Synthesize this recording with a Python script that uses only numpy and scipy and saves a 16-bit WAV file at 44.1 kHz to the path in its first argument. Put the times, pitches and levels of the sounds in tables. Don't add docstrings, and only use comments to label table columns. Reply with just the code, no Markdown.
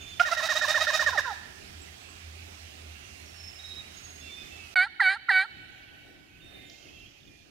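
import sys
import numpy as np
from scipy import signal
from scipy.fft import rfft, irfft
from scipy.io import wavfile
from scipy.ndimage import uniform_filter1d

SR = 44100
rng = np.random.default_rng(int(sys.argv[2]) if len(sys.argv) > 2 else 0)


def master(y):
    cut = np.clip(np.atleast_2d(y).T, -1, 1)
    pcm = np.round(cut * 32767)
    wavfile.write(sys.argv[1], SR, pcm.astype(np.int16))


N = 330750
CUT_OUT_S, CUT_IN_S = 4.742, 4.757


def amp(db):
    return 10 ** (np.asarray(db) / 20)


def evened(x):
    return x / np.sqrt(np.mean(x ** 2) + 1e-20)


def read(points, hz):
    f, value = np.transpose(points)
    return np.interp(np.log(hz + 1), np.log(f + 1), value)


def add(mix, s, sound):
    part = mix[round(s * SR):][:len(sound)]
    part += sound[:len(part)]


def drift(n, hz):
    span = max(int(SR / hz), 2)
    once = uniform_filter1d(rng.standard_normal(n), span, mode="wrap")
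    return evened(uniform_filter1d(once, span, mode="wrap"))


def coloured(x, points):
    return irfft(rfft(x) * amp(read(points, np.fft.rfftfreq(len(x), 1 / SR))), len(x))


def hump(u, start, end, edge, quick=1):
    nearest = np.minimum(quick * (u - start), end - u)
    return np.sin(np.pi / 2 * np.clip(nearest / edge, 0, 1)) ** 2


def partial(k, turns, db):
    return np.sqrt(2) * amp(db) * np.cos(2 * np.pi * (k * turns + rng.random()))


def glide(db, start_hz, end_hz, length):
    n = round(length * SR)
    return partial(0.98, np.cumsum(np.linspace(start_hz, end_hz, n)) / SR, db) * np.hanning(n)


def drone(hz, width_hz):
    # (time [s], level [dB])
    drone_level = [(0.0, -52.5), (0.42, -66), (0.74, -55.5), (1.83, -54), (2.34, -51), (4.67, -58),
                   (4.74, -65)]
    waver_db, waver_per_s = 1, 4.6
    t = np.arange(N) / SR
    in_phase = drift(N, width_hz) * np.cos(2 * np.pi * hz * t)
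    quadrature = drift(N, width_hz) * np.sin(2 * np.pi * hz * t)
    band = 2 * (in_phase + quadrature)
    level_db = np.interp(t, *np.transpose(drone_level)) + waver_db * drift(N, waver_per_s)
    return evened(band) * amp(level_db) * amp([[-1.2], [1.2]])


def wood(colour, db, same, side, patchy_db, swell_db):
    frames, hz = N // 512 + 5, np.fft.rfftfreq(2048, 1 / SR)
    a, b, c, d, patches = rng.standard_normal((frames, 1025, 5)).T
    patches = evened(uniform_filter1d(uniform_filter1d(patches, 20, 0), 8, 1))
    swell = drift(frames, SR / 20)
    like = np.clip(read(same, hz), -1, 1)[:, None]
    lean = amp(read(side, hz))[:, None]
    left = a + 1j * b
    right = like * left + np.sqrt(1 - like ** 2) * (c + 1j * d)
    z = np.array([left * lean, right])
    z /= np.sqrt(1 + lean ** 2 + 2 * lean * like)
    z *= amp(read(colour, hz)[:, None] + patchy_db * patches + swell_db * swell)
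    sound = signal.istft(z, nperseg=2048, noverlap=1536)[1][:, :N]
    return amp(db) * sound / np.std(sound.mean(0))


def rustle(start_s, rise_s, db, hz, width_hz, swell_db, swell_s):
    colour = np.exp(-((np.fft.rfftfreq(N, 1 / SR) - hz) / width_hz) ** 4)
    hiss = evened(irfft(rfft(rng.standard_normal((2, N))) * colour, N))
    t = np.maximum(np.arange(N) / SR - start_s, 0)
    level_db = db + swell_db * np.exp(-t / swell_s) + 1.6 * drift(N, 6.)
    return amp(level_db) * hiss * np.minimum(t / rise_s, 1)


def tick(db, hz, width_hz):
    burst = rng.standard_normal(800) * np.exp(-np.arange(800) / 260.)
    colour = np.exp(-((np.fft.rfftfreq(800, 1 / SR) - hz) / width_hz) ** 4)
    return amp(db) * evened(irfft(rfft(burst) * colour))


def trees(x, t60, treble_t60, first_s):
    taps = np.zeros((2, 2 * SR))
    grid = np.arange(0, 2 * SR, 20)
    at = grid + rng.integers(0, 20, (2, len(grid)))
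    signs = rng.choice([-1., 1.], at.shape) * (grid > first_s * SR)
    np.put_along_axis(taps, at, signs, 1)
    hz, t, z = signal.stft(taps, SR, nperseg=256)
    decay_s = read([(1500, t60), (8000, treble_t60)], hz)[:, None]
    tail = signal.istft(z * amp(-60 * t / decay_s), SR, nperseg=256)[1]
    return signal.fftconvolve(x[None], tail / np.linalg.norm(tail[0]), axes=1)[:, :N]


def chatter(per_s, low_hz, high_hz):
    # (time [s], level [dB])
    chatter_level = [(0, -53), (.25, -57), (1.5, -71), (4.7, -69), (5.9, -58), (6.3, -76), (6.7, -66),
                     (7.0, -56), (7.2, -67.5), (7.5, -76)]
    s, db = np.transpose(chatter_level)
    out = np.zeros(N)
    for hz in np.linspace(low_hz, high_hz, num=8):
        train = (rng.random(N) < per_s / 8 / SR) * amp(2.0 * rng.standard_normal(N))
        out += signal.oaconvolve(train, glide(0, 1.03 * hz, .97 * hz, 0.018))[:N]
    return evened(out) * amp(np.interp(np.arange(N) / SR, s, db))


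def whistle(row, waver_hz, flutter_db):
    s, length, start_hz, end_hz, db, top = row
    glide_share, fade_db, rise_s = .25, 12, 0.011
    u = np.arange(0, length, 1 / SR) / length
    n = len(u)
    hz = end_hz + (start_hz - end_hz) * np.exp(-u / glide_share)
    turns = np.cumsum(hz + waver_hz * drift(n, 65)) / SR
    level_db = db - fade_db * abs(u - top) + flutter_db * end_hz / 4000 * drift(n, 50)
    return s, partial(1, turns, level_db) * hump(u, 0, 1, rise_s / length)


def songbirds():
    # (time [s], length [s], start pitch [Hz], settled pitch [Hz], level [dB], loudest point [share])
    whistles = [ (0, 0.19, 3584, 3523, -47, 0.504), (0, 0.15, 6560, 6600, -59.5, .2),
                (1.77, 0.11, 7720, 7640, -59, .4), (1.98, 0.17, 7790, 7790, -66, .7),
                (2.1, .17, 2770, 2840, -62, .4), (2.55, 0.2, 2760, 2750, -63, .5),
                (2.95, 0.27, 2770, 2766, -59, .4), (3.255, 0.43, 5600, 5296, -51, .45),
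                (3.585, 0.24, 3780, 3812, -42, .75), (3.935, .3, 6620, 6540, -55, .45),
                (4.2, 0.29, 3470, 3550, -47.5, .5), (4.215, 0.13, 2750, 2700, -50, .25),
                (4.285, .05, 2500, 2250, -52.5, .3), (4.365, 0.11, 2540, 2503, -49, .2),
                (4.505, 0.18, 2690, 2628, -49, .2), (4.565, .1, 2380, 2230, -57.5, .4),
                (4.63, 0.096, 2530, 2540, -51.5, .6), (6.29, .22, 2450, 2590, -64, .3),
                (6.41, 0.37, 3670, 3644, -57.5, .4), (6.54, .35, 2060, 2137, -60, .3),
                (6.64, 0.45, 3100, 3220, -63, 0.45), (6.657, 0.16, 7100, 7020, -72, .5),
                (6.77, 0.15, 6520, 6480, -70, .2), (6.72, 0.17, 2600, 2720, -64, .8),
                (6.88, 0.2, 2520, 2730, -55, .35), (7.24, 0.24, 2470, 2410, -64, .25)]
    # (time [s], level [dB], start [Hz], end [Hz], length [s])
    chips = [(5.814, -61, 4150, 5414, 0.03), (6.276, -60, 2986, 2460, 0.021),
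             (6.325, -71, 2970, 2480, 0.028), (6.352, -59.5, 2950, 2510, 0.028),
             (6.395, -55, 3200, 2660, 0.021), (7.197, -61, 4010, 3290, 0.0193),
             (7.224, -58, 4000, 3300, 0.02), (7.265, -59.5, 3900, 3170, 0.039)]
    birds = np.zeros(N)
    for row in whistles:
        add(birds, *whistle(row, waver_hz=14., flutter_db=3.2))
    for s, *chip in chips:
        add(birds, s, glide(*chip))
    birds = birds + chatter(per_s=220.0, low_hz=2453, high_hz=3420)
    return birds * amp([[-6], [2.5]]) + amp([[-12], [-5]]) * trees(birds, 0.94, 0.85, 0.011)


def stroke(row, wobble, air, squeak_hz):
    kinds = {"push": (.33, .28, 1.3, -11, -18, -3, -6), "pull": (.4, .03, 2.2, -3, -5, -21, -21),
             "jerk": (.1, .22, 1.6, -15, -12, -12, -9), "slack": (.04, .34, 2.6, -4, 26, 2, 5)}
    # (frequency [Hz], level [dB])
    tube_colour = [(450, -39.5), (650, -2), (1100, -9), (1850, -1.5), (2200, -12.5), (2500, -7.5),
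                   (2850, -9), (3450, -13), (3780, 1), (4100, -12), (5600, -7.5), (6700, -15),
                   (8500, -24.5), (15500, -26.5)]
    s, length, top_hz, db3, rasp_db, kind = row
    top, fall, flutter_db, db1, db2, squeak_db, stall_db = kinds[kind]
    taut_hz = top_hz - 624.2
    db1 = db3 + db1 + 0.1565 * taut_hz
    db2 = db3 + db2 + 0.3117 * taut_hz
    squeak_db, stall_db = db3 + squeak_db, db3 + stall_db

    n = 5000
    u = np.arange(n) / (length * SR)
    rising = np.clip(1 - u / top, 0, 1) ** 2
    falling = np.clip((u - top) / (1 - top), 0, 1) ** (1 + 3.6 * top)
    hz = top_hz * (1 - .11 * rising - fall * falling)
    turns = np.cumsum(hz * (1 + wobble * drift(n, 180))) / SR

    first, second, third, stall = (partial(k, turns, db + flutter_db * drift(n, 134))
                                   for k, db in ((1, db1), (2, db2), (3, db3), (2, stall_db)))
    firm = first * hump(u, 0, 0.84, 0.22) + third * hump(u, .01, 0.85, 0.15, quick=2.0)
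    firm += second * hump(u, 0.046, 0.81, 0.26, quick=1.1) + stall * hump(u, 0.63, 0.99, 0.13)
    squeak = partial(1, squeak_hz * np.arange(n) / SR, squeak_db) * hump(u, -0.016, 0.31, 0.17)

    upper = sum(partial(k, turns, read(tube_colour, k * hz) + 2 * flutter_db * drift(n, 235))
                for k in range(4, 16))
    gate = 0.19 + np.exp(-(turns % 1) / 0.23)
    hiss = coloured(gate * rng.standard_normal(n), tube_colour)
    rasp = (1 - air) * evened(upper) * hump(u, 0.036, 1.0, 0.25, quick=1.4)
    rasp += air * evened(hiss) * hump(u, 0.034, 1.446, 0.33, quick=1.24)
    return s, firm + squeak + amp(rasp_db) * rasp


def shaken_call():
    # (time [s], length [s], top pitch [Hz], partial 3 [dB], rasp [dB], kind)
    strokes = [ (0.193, 0.037, 709, -39, -32.5, "pull"), (0.249, 0.052, 634, -32, -33.5, "push"),
               (0.309, 0.038, 681, -39, -30.5, "pull"), (0.365, 0.053, 633, -31.5, -32, "push"),
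               (0.424, 0.045, 650, -36, -27.5, "pull"), (0.486, 0.05, 630, -28.5, -28, "push"),
               (0.548, 0.043, 632, -31.5, -26.5, "pull"), (0.61, 0.055, 617, -26.5, -29.5, "push"),
               (0.675, 0.05, 624.8, -30.5, -25.5, "pull"), (0.741, 0.049, 623, -24.5, -29.5, "push"),
               (0.8, 0.044, 637, -32.5, -25.5, "pull"), (0.867, .05, 621.3, -25.5, -31, "push"),
               (0.927, 0.0454, 628, -31, -25.5, "pull"), (0.991, 0.046, 620.5, -25, -29, "push"),
               (1.06, 0.043, 624.2, -23, -30.5, "jerk"), (1.119, 0.052, 544.4, -37, -40, "slack"),
               (1.174, 0.03, 631.5, -22.5, -30, "jerk"), (1.239, .098, 553.5, -40.5, -44, "slack")]
    # (time [s], level [dB], centre [Hz], half width [Hz])
    slap = (.197, -30, 2300, 1000)
    gobble = np.zeros(N)
    for row in strokes:
        add(gobble, *stroke(row, wobble=.006, air=.48, squeak_hz=1400))
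    add(gobble, slap[0], tick(*slap[1:]))
    return gobble


def blowing(start, fullest, end, full_s, low_hz, bow_hz, beat_db, db, rough):
    catch_s, catch_hz, catch_db = .015, 229, 11.5
    settle_s, settle_db = 0.022, 11.5
    stall_s, stall_hz, stall_db = .011, 147, 23.5
    burst_s = .009
    swell_db, rough_ends = 9, 0.71
    air_tail_s, dying_db_per_s = .014, 1500

    t = np.arange(start, end + air_tail_s, 1 / SR)
    thin = 1 - np.exp(-((t - fullest) / full_s) ** 2)
    catch = np.exp(-((t - start) / catch_s) ** 2)
    stall = np.exp(np.minimum(t - end, 0) / stall_s)
    settle = np.exp(-(2 * (t - start - settle_s) / catch_s) ** 2)
    burst = np.exp(-((t - start - burst_s) / (1.01 * catch_s)) ** 2)

    hz = low_hz + bow_hz * thin + catch_hz * catch + stall_hz * stall
    rough = np.clip(rough + (rough_ends - rough) * thin, 0, 1)
    db1 = db - 17.5 - 0.39 * swell_db * thin + 0.59 * catch_db * catch + settle_db * settle
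    db1 = db1 - .2 * stall_db * stall - dying_db_per_s * np.maximum(t - end, 0)
    db2 = db - swell_db * thin + catch_db * burst - stall_db * stall
    db3 = db - swell_db * thin - 3 - np.clip(0.5 * (hz - 767), 0, 37)
    upper_db = db - 16.5 - 0.42 * swell_db * thin - 0.72 * stall_db * stall
    beat_db = beat_db + 16.5 * rough - catch_db * catch
    beat_db = beat_db + .4 * settle_db * settle - 1.7 * stall_db * stall
    return hz, db1, db2, db3, upper_db, beat_db, rough


def note(row, wobble, air_db):
    # (frequency [Hz], level [dB])
    barrel_colour = [(300, -30), (1100, -16.5), (1500, -2), (1900, 2.5), (2300, -13), (2650, -19),
                     (3000, -14), (3350, -19.5), (4300, -7.5), (4800, -23.5), (5500, -35), (7400, -29),
                     (8300, -30), (9200, -17.5), (10200, -46.5)]
    hz, db1, db2, db3, upper_db, beat_db, rough = blowing(*row)
    n = len(hz)
    turns = np.cumsum(hz * (1 + wobble * rough * drift(n, 200))) / SR
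    firm = partial(1, turns, db1) + partial(2, turns, db2) + partial(3, turns, db3)
    upper = sum(partial(k, turns, read(barrel_colour, k * hz) + 1.5 * drift(n, 120)) for k in range(4, 7))
    slip = np.cumsum(55. * rough ** 2 * drift(n, 150)) / SR
    beat = sum(partial(1, (k + .5) * turns + slip,
                       read(barrel_colour, (k + .5) * hz) + 2.5 * drift(n, 120)) for k in range(7))
    gate = 0.3 + np.exp(-(turns % 1) / 0.052)
    air = evened(coloured(gate * rng.standard_normal(n), barrel_colour))

    upper_share = np.clip(1 - 0.24 * rough ** 2, 0, 1)
    bright = upper_share * evened(upper) + amp(air_db) * (0.67 + rough ** 2) * air
    sound = firm + amp(upper_db) * bright + amp(beat_db) * beat
    edge = np.minimum(1, np.minimum(np.arange(n) / 60., np.arange(n)[::-1] / 160.0))
    return row[0], sound * edge


def blown_call():
    # (start [s], fullest [s], end [s], width of full part [s], lowest pitch [Hz], bow of pitch [Hz],
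    # strong-weak beat [dB], level [dB], roughness when fullest [0-1])
    notes = [(4.722, 4.792, 4.866, 0.038, 729.5, 45.5, -43.5, -19, 0.26),
             (5.002, 5.074, 5.163, 0.027, 742.4, 37.7, -46.5, -19.5, 0.4),
             (5.291, 5.373, 5.45, 0.036, 750, 15.36, -43.5, -20, 0.37)]
    # (level relative to the note [dB], pitch [Hz], length [s])
    start_pip = (-2, 1435, .013)
    stall_pip = (-18, 1400, .024)
    start_lead_s, stall_lead_s = .007, .008
    blown = np.zeros(N)
    for row in notes:
        add(blown, *note(row, wobble=.005, air_db=2))
        start, end, level_db = row[0], row[2], row[-2]
        for s, (db, hz, length) in ((start - start_lead_s, start_pip), (end - stall_lead_s, stall_pip)):
            add(blown, s, glide(level_db + db, hz, hz, length))
    return blown


def scene():
    # (frequency [Hz], level [dB]); its overall level [dB]
    far_colour, far_db = [(20, -40), (50, -9), (110, -12), (170, -15), (400, -17.5), (480, -25.5),
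                          (730, -19.5), (950, -27.5), (1400, -23.5), (2700, -17.5), (3200, -21.5),
                          (6000, -25), (9000, -32.5), (15800, -40.5)], -51.5
    near_colour, near_db = [(15, -57), (25, -8), (76, 0.5), (241, -8), (299, -2), (500, -16), (572, -14.5),
                            (769, -13.5), (955, -26.5), (1590, -20.5), (2660, -11.5), (3990, -21),
                            (8490, -33), (14200, -33.5), (15800, -40)], -56
    # (frequency [Hz], likeness [-1 to 1])
    far_same, near_same = [(60, 0.86), (180, 0.47), (550, -0.58), (1650, -0.51), (4970, -0.28),
                           (15000, -0.43)], [(60, 0.99), (180, 0.2), (550, -0.24), (1650, -0.16),
                                             (4970, -0.37), (15000, -0.23)]
    # (frequency [Hz], level difference [dB])
    far_side, near_side = [(60, -2), (180, -1), (550, -6.5), (1650, -9.5), (4970, -12), (15000, -17.5)], [(60, 0.5), (180, 0), (550, 0.5), (1650, -9.5), (4970, -12),
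                                             (15000, -14)]
    # (frequency [Hz], level [dB])
    aside = [(600, -9), (1100, -9), (1850, -2), (3800, 2), (9000, -2)]
    # (frequency [Hz], level [dB])
    behind = [(700, -2.5), (1500, -4), (1900, -3.5), (2300, 1), (3000, 12), (4600, 3.5), (8000, -4)]
    # (time [s], level [dB], centre [Hz], half width [Hz])
    soft_tick = (6.697, -54, 4900, 1500)
    # (level [dB], centre [Hz], half width [Hz], first swell [dB], decay of the swell [s])
    treble_hiss = (-68.5, 5300, 2000, 8, 0.5)

    birds = songbirds()
    gobble = shaken_call()
    far = gobble * amp([[-5], [3]])
    far = far + amp([[-11], [-4]]) * trees(coloured(gobble, aside), 1.0, 0.74, 0.012)
    far = far + wood(far_colour, far_db, far_same, far_side, patchy_db=1.43, swell_db=.35)
    far = far + drone(hz=81.2, width_hz=12.6)

    blown, click = blown_call(), np.zeros(N)
    add(click, soft_tick[0], tick(*soft_tick[1:]))
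    near = blown * amp([[3.5], [7.5]])
    near = near + amp([[-22], [-17]]) * trees(coloured(blown, behind), 2.44, 1.94, 0.072)
    near = near + click * amp([[-6], [2.5]]) + amp([[-8], [-1.5]]) * trees(click, 0.8, 0.48, 0.0092)
    near = near + wood(near_colour, near_db, near_same, near_side, patchy_db=2.5, swell_db=1.93)
    near = near + rustle(6.7, .02, *treble_hiss) * amp([[-6], [2.5]])

    t = np.arange(N) / SR
    fade_in = np.clip((t - CUT_IN_S) / .0015, 0, 1)
    return (far + birds) * (t < CUT_OUT_S) + (near + birds) * fade_in


def record(dry):
    power_db = 10 * np.log10(abs(uniform_filter1d((dry ** 2).mean(0), 300)) + 1e-12)
    near = np.arange(N) > CUT_IN_S * SR
    fall = np.arange(N) * 32.0 / SR
    held_db = np.maximum.accumulate(np.where(near, power_db, -99) + fall) - fall
    over_db = np.maximum(held_db + 35.5, 0)
    ducked = dry / amp(0.27 * uniform_filter1d(over_db, 150))
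    low_pass = signal.firwin(511, 15850, window=("kaiser", 9), fs=SR)
    return signal.oaconvolve(ducked, low_pass[None], "same")


dry = scene()
out = record(dry)
master(out)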